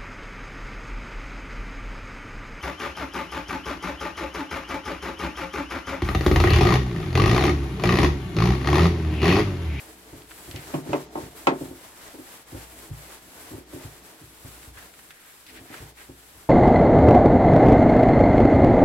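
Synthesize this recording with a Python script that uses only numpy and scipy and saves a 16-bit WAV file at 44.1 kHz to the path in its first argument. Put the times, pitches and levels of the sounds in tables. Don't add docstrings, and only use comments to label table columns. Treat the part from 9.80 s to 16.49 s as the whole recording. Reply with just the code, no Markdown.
import sys
import numpy as np
from scipy import signal
from scipy.fft import rfft, irfft, next_fast_len
from scipy.io import wavfile
from scipy.ndimage import uniform_filter1d

SR = 44100
rng = np.random.default_rng(int(sys.argv[2]) if len(sys.argv) > 2 else 0)


def generate_wav(sig):
    pcm = np.round(np.clip(np.atleast_2d(sig).T, -1, 1) * 32767).astype(np.int16)
    wavfile.write(sys.argv[1], SR, pcm)


N = 295014
T = np.arange(N) / SR
RING_SAMPLES = 20480
RING_T = np.arange(RING_SAMPLES) / SR


def undb(db):
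    return 10 ** (np.asarray(db) / 20)


def unit(x):
    return x / np.sqrt(np.mean(x ** 2))


def lookup(table, hz):
    freq_hz, value = np.transpose(table)
    return np.interp(np.log(hz + 1), np.log(freq_hz + 1), value)


def eq(x, curve):
    size = next_fast_len(x.shape[-1])
    gain = undb(lookup(curve, np.fft.rfftfreq(size, 1 / SR)))
    return irfft(rfft(x, size) * gain, size)[..., :x.shape[-1]]


def wander(rate_hz):
    size = max(int(SR / rate_hz), 1)
    steps = np.repeat(rng.standard_normal(N // size + 1), size)[:N]
    return unit(uniform_filter1d(uniform_filter1d(steps, size), size))


def add(out, start_s, sound):
    i = max(int(start_s * SR), 0)
    out[:, i:i + sound.shape[1]] += sound[:, :max(N - i, 0)]


# freq_hz, side_minus_mid_db
STEREO_WIDTH = [(60, -2.5), (200, -9), (380, -10.5), (700, -5), (1300, -0.5), (2400, -2.5), (4400, 0.5),
                (15000, 0)]
# freq_hz, left_minus_right_db
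STEREO_BALANCE = [(100, 1.5), (1000, 1), (2400, 1), (4400, -0.5), (6500, -1.5), (8100, -4), (9500, 6),
                  (12000, 5), (15000, -1.5)]

def spread(pair):
    mid, side = pair[0], eq(pair[1], STEREO_WIDTH)
    left = eq(mid + side, [(hz, db / 2) for hz, db in STEREO_BALANCE])
    right = eq(mid - side, [(hz, -db / 2) for hz, db in STEREO_BALANCE])
    return np.array([left, right])


def modes(table, scatter_db, lag_ms, wide_hz=1500):
    hz, db, t60 = np.transpose(table)[:, :, None]
    weight, phase, stray = rng.standard_normal((3, len(hz), 1))
    decay = np.log(1000) * RING_T / t60
    tones = undb(db + scatter_db * weight) * np.exp(2j * np.pi * (hz * RING_T + phase) - decay)
    right_phase = 2 * np.pi * hz * lag_ms / 1000 + stray * hz / wide_hz
    return np.array([tones.real.sum(0), (tones * np.exp(-1j * right_phase)).real.sum(0)])


def strike(ring, contact_ms, low_cut_hz, rise=6):
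    contact_samples = SR * contact_ms / 1000
    attack = 1 - np.exp(-np.arange(RING_SAMPLES) / (contact_samples * rise))
    pole = np.exp(-1 / contact_samples)
    dulled = signal.lfilter([1], np.poly([pole, pole]), ring * attack)
    struck = signal.sosfilt(signal.butter(4, low_cut_hz, "high", fs=SR, output="sos"), dulled)
    return struck / np.sqrt(np.mean(struck[:, :1100] ** 2))


def fibres(curve, grain_db):
    slips = undb(grain_db * np.repeat(rng.standard_normal(N // 16 + 1), 16)[:N])
    return unit(eq(spread(rng.standard_normal((2, N)) * slips), curve))


# freq_hz, gain_db
HISS_EQ = [(1500, 3.5), (3500, -1), (5000, -3.5), (6500, -4), (8000, 2), (9000, -2), (10200, 0), (12000, 0),
           (13500, -2.5), (15800, -6.5)]
# freq_hz, gain_db
SCRUB_EQ = [(150, 0), (350, 5), (600, 5), (900, 4.5), (1400, 0), (1900, 1.5), (2600, -4.5), (4500, -7.5),
            (7000, -8.5), (15000, -49)]
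# start_s, fastest_s, dip_s, hiss_db, scrub_db, rumble_db
CLOTH_STROKES = [(-0.2, 0.027, 0, -51, -53.5, -49), (0.15, 0.352, 0.005, -55, -54.5, -52),
                 (0.482, 0.696, 0, -49, -58, -52.5), (0.73, 0.97, 0, -48.5, -46, -46.5),
                 (1.029, 1.117, 0.019, -51, -44, -46), (1.289, 1.43, 0.039, -50.5, -47, -45.5),
                 (1.5, 1.613, .012, -51.5, -52.5, -49), (1.712, 1.804, 0.021, -51.5, -52.5, -45),
                 (1.953, 2.052, 0, -53, -51, -56), (2.144, 2.272, 0, -50.5, -48, -58.5),
                 (2.373, 2.527, 0.0072, -51.5, -51.5, -59), (2.65, 2.808, 0.018, -50.5, -50, -57),
                 (2.907, 3.02, 0.0013, -49, -57, -49.5), (3.113, 3.327, 0.011, -50, -49.5, -56.5),
                 (3.407, 3.676, 0.012, -51.5, -52.5, -52.5), (3.848, 4.036, 0.031, -51, -50.5, -52.5),
                 (4.184, 4.278, 0.0033, -55, -53.5, -54), (4.43, 4.87, 0.0054, -51.5, -59.5, -56.5),
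                 (4.922, 4.987, 0.014, -52.5, -52.5, -58.5), (5.13, 5.2, 0, -52.5, -68, -59.5),
                 (5.329, 5.563, .01, -54.5, -67, -64.5), (5.685, 5.77, 0.006, -53.5, -63, -50.5),
                 (5.86, 5.956, 0, -52.5, -50, -52), (6.138, 6.21, .025, -53, -55.5, -60),
                 (6.297, 6.636, 0, -55, -60.5, -60)]

def cloth(hiss_trim_db=4.5, scrub_trim_db=2, rumble_trim_db=-1, flutter_db=1.32, judder_db=0.8):
    hiss_db, scrub_db, rumble_db = np.transpose(CLOTH_STROKES)[3:]
    hiss = fibres(HISS_EQ, grain_db=1) * wiping(hiss_db, turn_db=-3.5, swell=2.04)
    hiss *= undb(hiss_trim_db + flutter_db * wander(45))
    scrub = fibres(SCRUB_EQ, grain_db=2.5)
    scrub *= wiping(scrub_db + scrub_trim_db, turn_db=-7, swell=2.5, dip=0.36)
    rumble = sheet_rumble() * wiping(rumble_db + rumble_trim_db, turn_db=-2, swell=1.06, dip=0.15)
    judder = undb(-judder_db * wander(76))
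    return hiss + judder * (scrub + rumble)


def wiping(level_db, turn_db, swell, dip=1, blend_s=0.045, last_end_s=6.85):
    starts, fastest, dips = np.transpose(CLOTH_STROKES)[:3]
    ends = np.append(starts[1:], last_end_s)
    stroke_db, dip_db = np.zeros((2, N))
    for start_s, fastest_s, end_s, dip_s, peak_db in zip(starts, fastest, ends, dips, level_db):
        now = (T >= start_s) & (T < end_s)
        speed = np.sin(np.pi / 2 * np.interp(T[now], [start_s, fastest_s, end_s], [0, 1, 0]))
        stroke_db[now] = peak_db + turn_db * (1 - speed ** swell)
        if dip_s > 0:
            near = np.abs(T - start_s) < np.pi * dip_s
            depth_db = 401 * dip * dip_s
            dip_db[near] += depth_db * np.exp(-((T[near] - start_s) / dip_s) ** 2)
    return undb(uniform_filter1d(stroke_db, int(blend_s * SR)) - dip_db)


def sheet_rumble(flex_db=-2):
    flex = unit(strike(sheet_flex(scatter_db=-10, lag_ms=0.24), contact_ms=0.7, low_cut_hz=51.7))
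    ring = unit(strike(panel_ring(scatter_db=4, lag_ms=0.12), contact_ms=0.74, low_cut_hz=227))
    wash = unit(strike(clatter(), contact_ms=0.45, low_cut_hz=214))
    response = undb(flex_db) * flex + ring + wash
    friction = rng.standard_normal((1, N))
    return unit(signal.fftconvolve(friction, response, axes=1)[:, :N])


# pitch_hz, level_db, t60_s
FLEX_MODES = [(60, -9, 0.74), (85, -2, 0.13), (111.1, -3, 0.23), (143.7, -1.5, 0.35), (157.3, -9.5, 0.47),
              (186.8, -8, 0.24)]

def sheet_flex(scatter_db, lag_ms, focus_hz=None, octave_off_db=16):
    hz, db, t60 = np.transpose(FLEX_MODES)
    if focus_hz:
        db = db - octave_off_db * np.log2(hz / focus_hz) ** 2
    return modes(np.c_[hz, db, t60], scatter_db, lag_ms)


# pitch_hz, level_db, t60_s
PANEL_MODES = [(233.6, -13, 0.17), (267, -1.5, 0.19), (312.3, 3.5, 0.12), (353.5, -5.5, 0.29),
               (376, -3, 0.23), (429, -3, 0.15), (524, 0, 0.13), (493, -17, 0.32), (573, -1, 0.14),
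               (610, -5.5, 0.24), (694.5, -1, 0.12), (802, -1, 0.12), (808, -3.5, 0.069), (900, -2, 0.21),
               (961, -3, 0.035), (1012, -9, 0.1), (1072, -1.5, 0.16), (1198, -4.5, 0.15),
               (1340, -1.5, 0.11), (1380, -33, 0.1), (1633, -9, 0.14), (2070, -4, 0.13), (2080, -18, 0.15),
               (2320, -15, 0.091), (2560, -6, 0.058), (2470, -7, 0.095), (2730, -6, 0.024),
               (2950, -2, 0.05), (3200, -3.5, 0.06), (3500, -4, 0.025)]

def panel_ring(scatter_db, lag_ms):
    return modes(PANEL_MODES, scatter_db, lag_ms)


# freq_hz, gain_db
CLATTER_EQ = [(60, -20), (150, -17), (270, -13), (400, -0.5), (500, -8), (650, 1.5), (950, -1), (1300, -10),
              (1650, -14.5), (2600, -13), (3500, -16), (5500, -20.5), (9000, -17), (15000, -60)]
# freq_hz, t60_s
CLATTER_DECAY = [(150, 0.37), (300, 0.34), (700, 0.15), (1400, 0.21), (2800, 0.15), (6000, 0.15),
                 (14000, 0.024)]

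def clatter():
    spectrum = rfft(eq(spread(rng.standard_normal((2, RING_SAMPLES))), CLATTER_EQ))
    hz, t60 = np.transpose(CLATTER_DECAY)
    bins_hz = np.fft.rfftfreq(RING_SAMPLES, 1 / SR)
    bands = [irfft(spectrum * lookup(np.c_[hz, pick], bins_hz)) for pick in np.eye(len(hz))]
    return sum(band * np.exp(-np.log(1000) * RING_T / t60_s) for band, t60_s in zip(bands, t60))


# freq_hz, gain_db
WORKSHOP_EQ = [(25, 17), (60, -7), (150, 8.5), (400, -15), (1500, 0.5), (3500, -1), (8000, -9),
               (15800, -43)]

def workshop(level_db=-60):
    return undb(level_db) * unit(eq(spread(rng.standard_normal((2, N))), WORKSHOP_EQ))


# start_s, ring_db, flex_db
SOFT_BUMPS = [(0.325, -43.5, -45.5), (0.674, -46, -44.5), (0.738, -41, -35), (0.871, -51, -60),
              (.934, -27, -31.5), (0.976, -35.5, -58), (1.057, -36.5, -61), (1.087, -30.5, -34.5),
              (1.407, -40.5, -50), (1.710, -25.5, -54), (1.806, -31, -40.5), (1.844, -41.5, -51),
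              (1.902, -39.5, -51), (2.337, -43.5, -72), (2.384, -41, -56), (2.719, -43, -44),
              (2.742, -39.5, -42.5), (3.098, -51.5, -34), (3.704, -43, -50), (3.729, -39, -40),
              (3.772, -44, -46), (3.928, -38.5, -43), (3.952, -42, -48), (4.036, -49, -38.5),
              (4.41, -51.5, -53.5), (4.643, -47.5, -41.5), (4.873, -56.5, -44.5), (4.96, -63, -49.5),
              (5.80, -52, -52), (5.899, -46, -53), (6, -50, -44), (6.286, -43.5, -47.5),
              (6.548, -65, -52.5)]
# start_s, ring_db, contact_ms
HARD_KNOCKS = [(0.94, -30, 0.043), (1.131, -22, 0.042), (1.142, -23, 0.31), (1.354, -29, 0.16),
               (1.373, -32.5, 0.21), (1.670, -14, 0.028)]
# ring_db, focus_hz
FLEX_FOCUS = [(-56.5, 72), (-55, 89.5), (-35, 94), (-28.5, 196), (0, 290)]

def bumps_and_knocks(bump_contact_ms=0.98, knock_flex_drop_db=20, crack_db=-1, crack_ms=1.8):
    out = np.zeros((2, N))
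    hard = [(start_s, db, db - knock_flex_drop_db, ms) for start_s, db, ms in HARD_KNOCKS]
    soft = [(*bump, bump_contact_ms) for bump in SOFT_BUMPS]
    for start_s, ring_db, flex_db, contact_ms in hard + soft:
        ring = panel_ring(scatter_db=5.5 * contact_ms - 3.44, lag_ms=0.27)
        ring = strike(ring, contact_ms=0.027, low_cut_hz=105)
        wash = undb(-4 - 5 * contact_ms) * strike(clatter(), contact_ms=0.021, low_cut_hz=97)
        crack = undb(crack_db) * rng.standard_normal(ring.shape) * np.exp(-1000 * RING_T / crack_ms)
        hit = strike(ring + wash + crack, contact_ms, low_cut_hz=216, rise=6.3)
        focus_hz = np.interp(ring_db, *np.transpose(FLEX_FOCUS))
        flex = sheet_flex(scatter_db=0.5, lag_ms=0.32, focus_hz=focus_hz)
        thump = strike(flex, contact_ms=0.48, low_cut_hz=0.26 * focus_hz, rise=12)
        add(out, start_s, undb(ring_db) * hit + undb(flex_db) * thump)
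    return out


# start_s, peak_db, pitch_hz
BOTTLE_TICKS = [(.420, -36, 2490), (0.5104, -33, 1520), (0.516, -33, 1430), (0.7126, -26, 3300),
                (0.7617, -24, 3040), (4.83, -38, 2180), (4.9728, -40, 1760), (5.1395, -38, 1800),
                (5.192, -38, 1380), (5.307, -31.5, 2020), (5.6661, -33.5, 3280), (5.928, -35, 1660),
                (5.942, -28.5, 1210)]

def bottle(echo_db=-22, echo_ms=8, body_q=0.85, size=4096):
    out = np.zeros((2, N))
    ms = 1000 * np.arange(size) / SR
    for start_s, peak_db, pitch_hz in BOTTLE_TICKS:
        echo = undb(echo_db) * rng.standard_normal((2, size)) * np.exp(-ms / echo_ms)
        snap = signal.unit_impulse(size) + echo
        body = signal.iirpeak(pitch_hz, body_q, fs=SR)
        tick = signal.lfilter(*body, signal.lfilter(*body, snap))
        add(out, start_s, undb(peak_db) * tick / np.abs(tick.mean(0)).max())
    return out


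# freq_hz, gain_db
RUSTLE_EQ = [(300, -21), (900, -17), (1300, -3), (1600, 3.5), (2100, 2.5), (2600, -2), (4200, -11),
             (7000, -27), (15000, -38)]
# middle_s, half_length_s, level_db, tilt_db_per_octave
RUSTLE_SWELLS = [(0.794, 0.092, -49.5, 5), (4.985, 0.026, -46, -5), (5.05, 0.028, -51, -4),
                 (5.415, 0.14, -55.5, -2), (5.703, 0.028, -45.5, 7), (5.768, 0.027, -44.5, 3.5),
                 (5.953, 0.067, -46.5, 0.5), (6.208, 0.03, -45.5, -0.5)]

def rustles(crumple_db=2.5, size=32768):
    out = np.zeros((2, N))
    grains = fibres(RUSTLE_EQ, grain_db=0.5) * undb(crumple_db * wander(70))
    for middle_s, half_length_s, level_db, tilt in RUSTLE_SWELLS:
        first = int(middle_s * SR) - size // 2
        span = slice(first, first + size)
        rustle = unit(eq(grains[:, span], [(hz, tilt * np.log2(hz)) for hz in (500, 5000)]))
        swell = np.exp(-((T[span] - middle_s) / half_length_s) ** 2)
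        add(out, first / SR, undb(level_db) * rustle * swell)
    return out


def scene():
    return bumps_and_knocks() + cloth() + rustles() + bottle() + workshop()


def record(dry, low_cut_hz=30, high_cut_hz=15800):
    thinned = signal.sosfilt(signal.butter(2, low_cut_hz, "high", fs=SR, output="sos"), dry)
    return signal.sosfilt(signal.ellip(10, 0.2, 80, high_cut_hz, fs=SR, output="sos"), thinned)


dry = scene()
out = record(dry)
generate_wav(out)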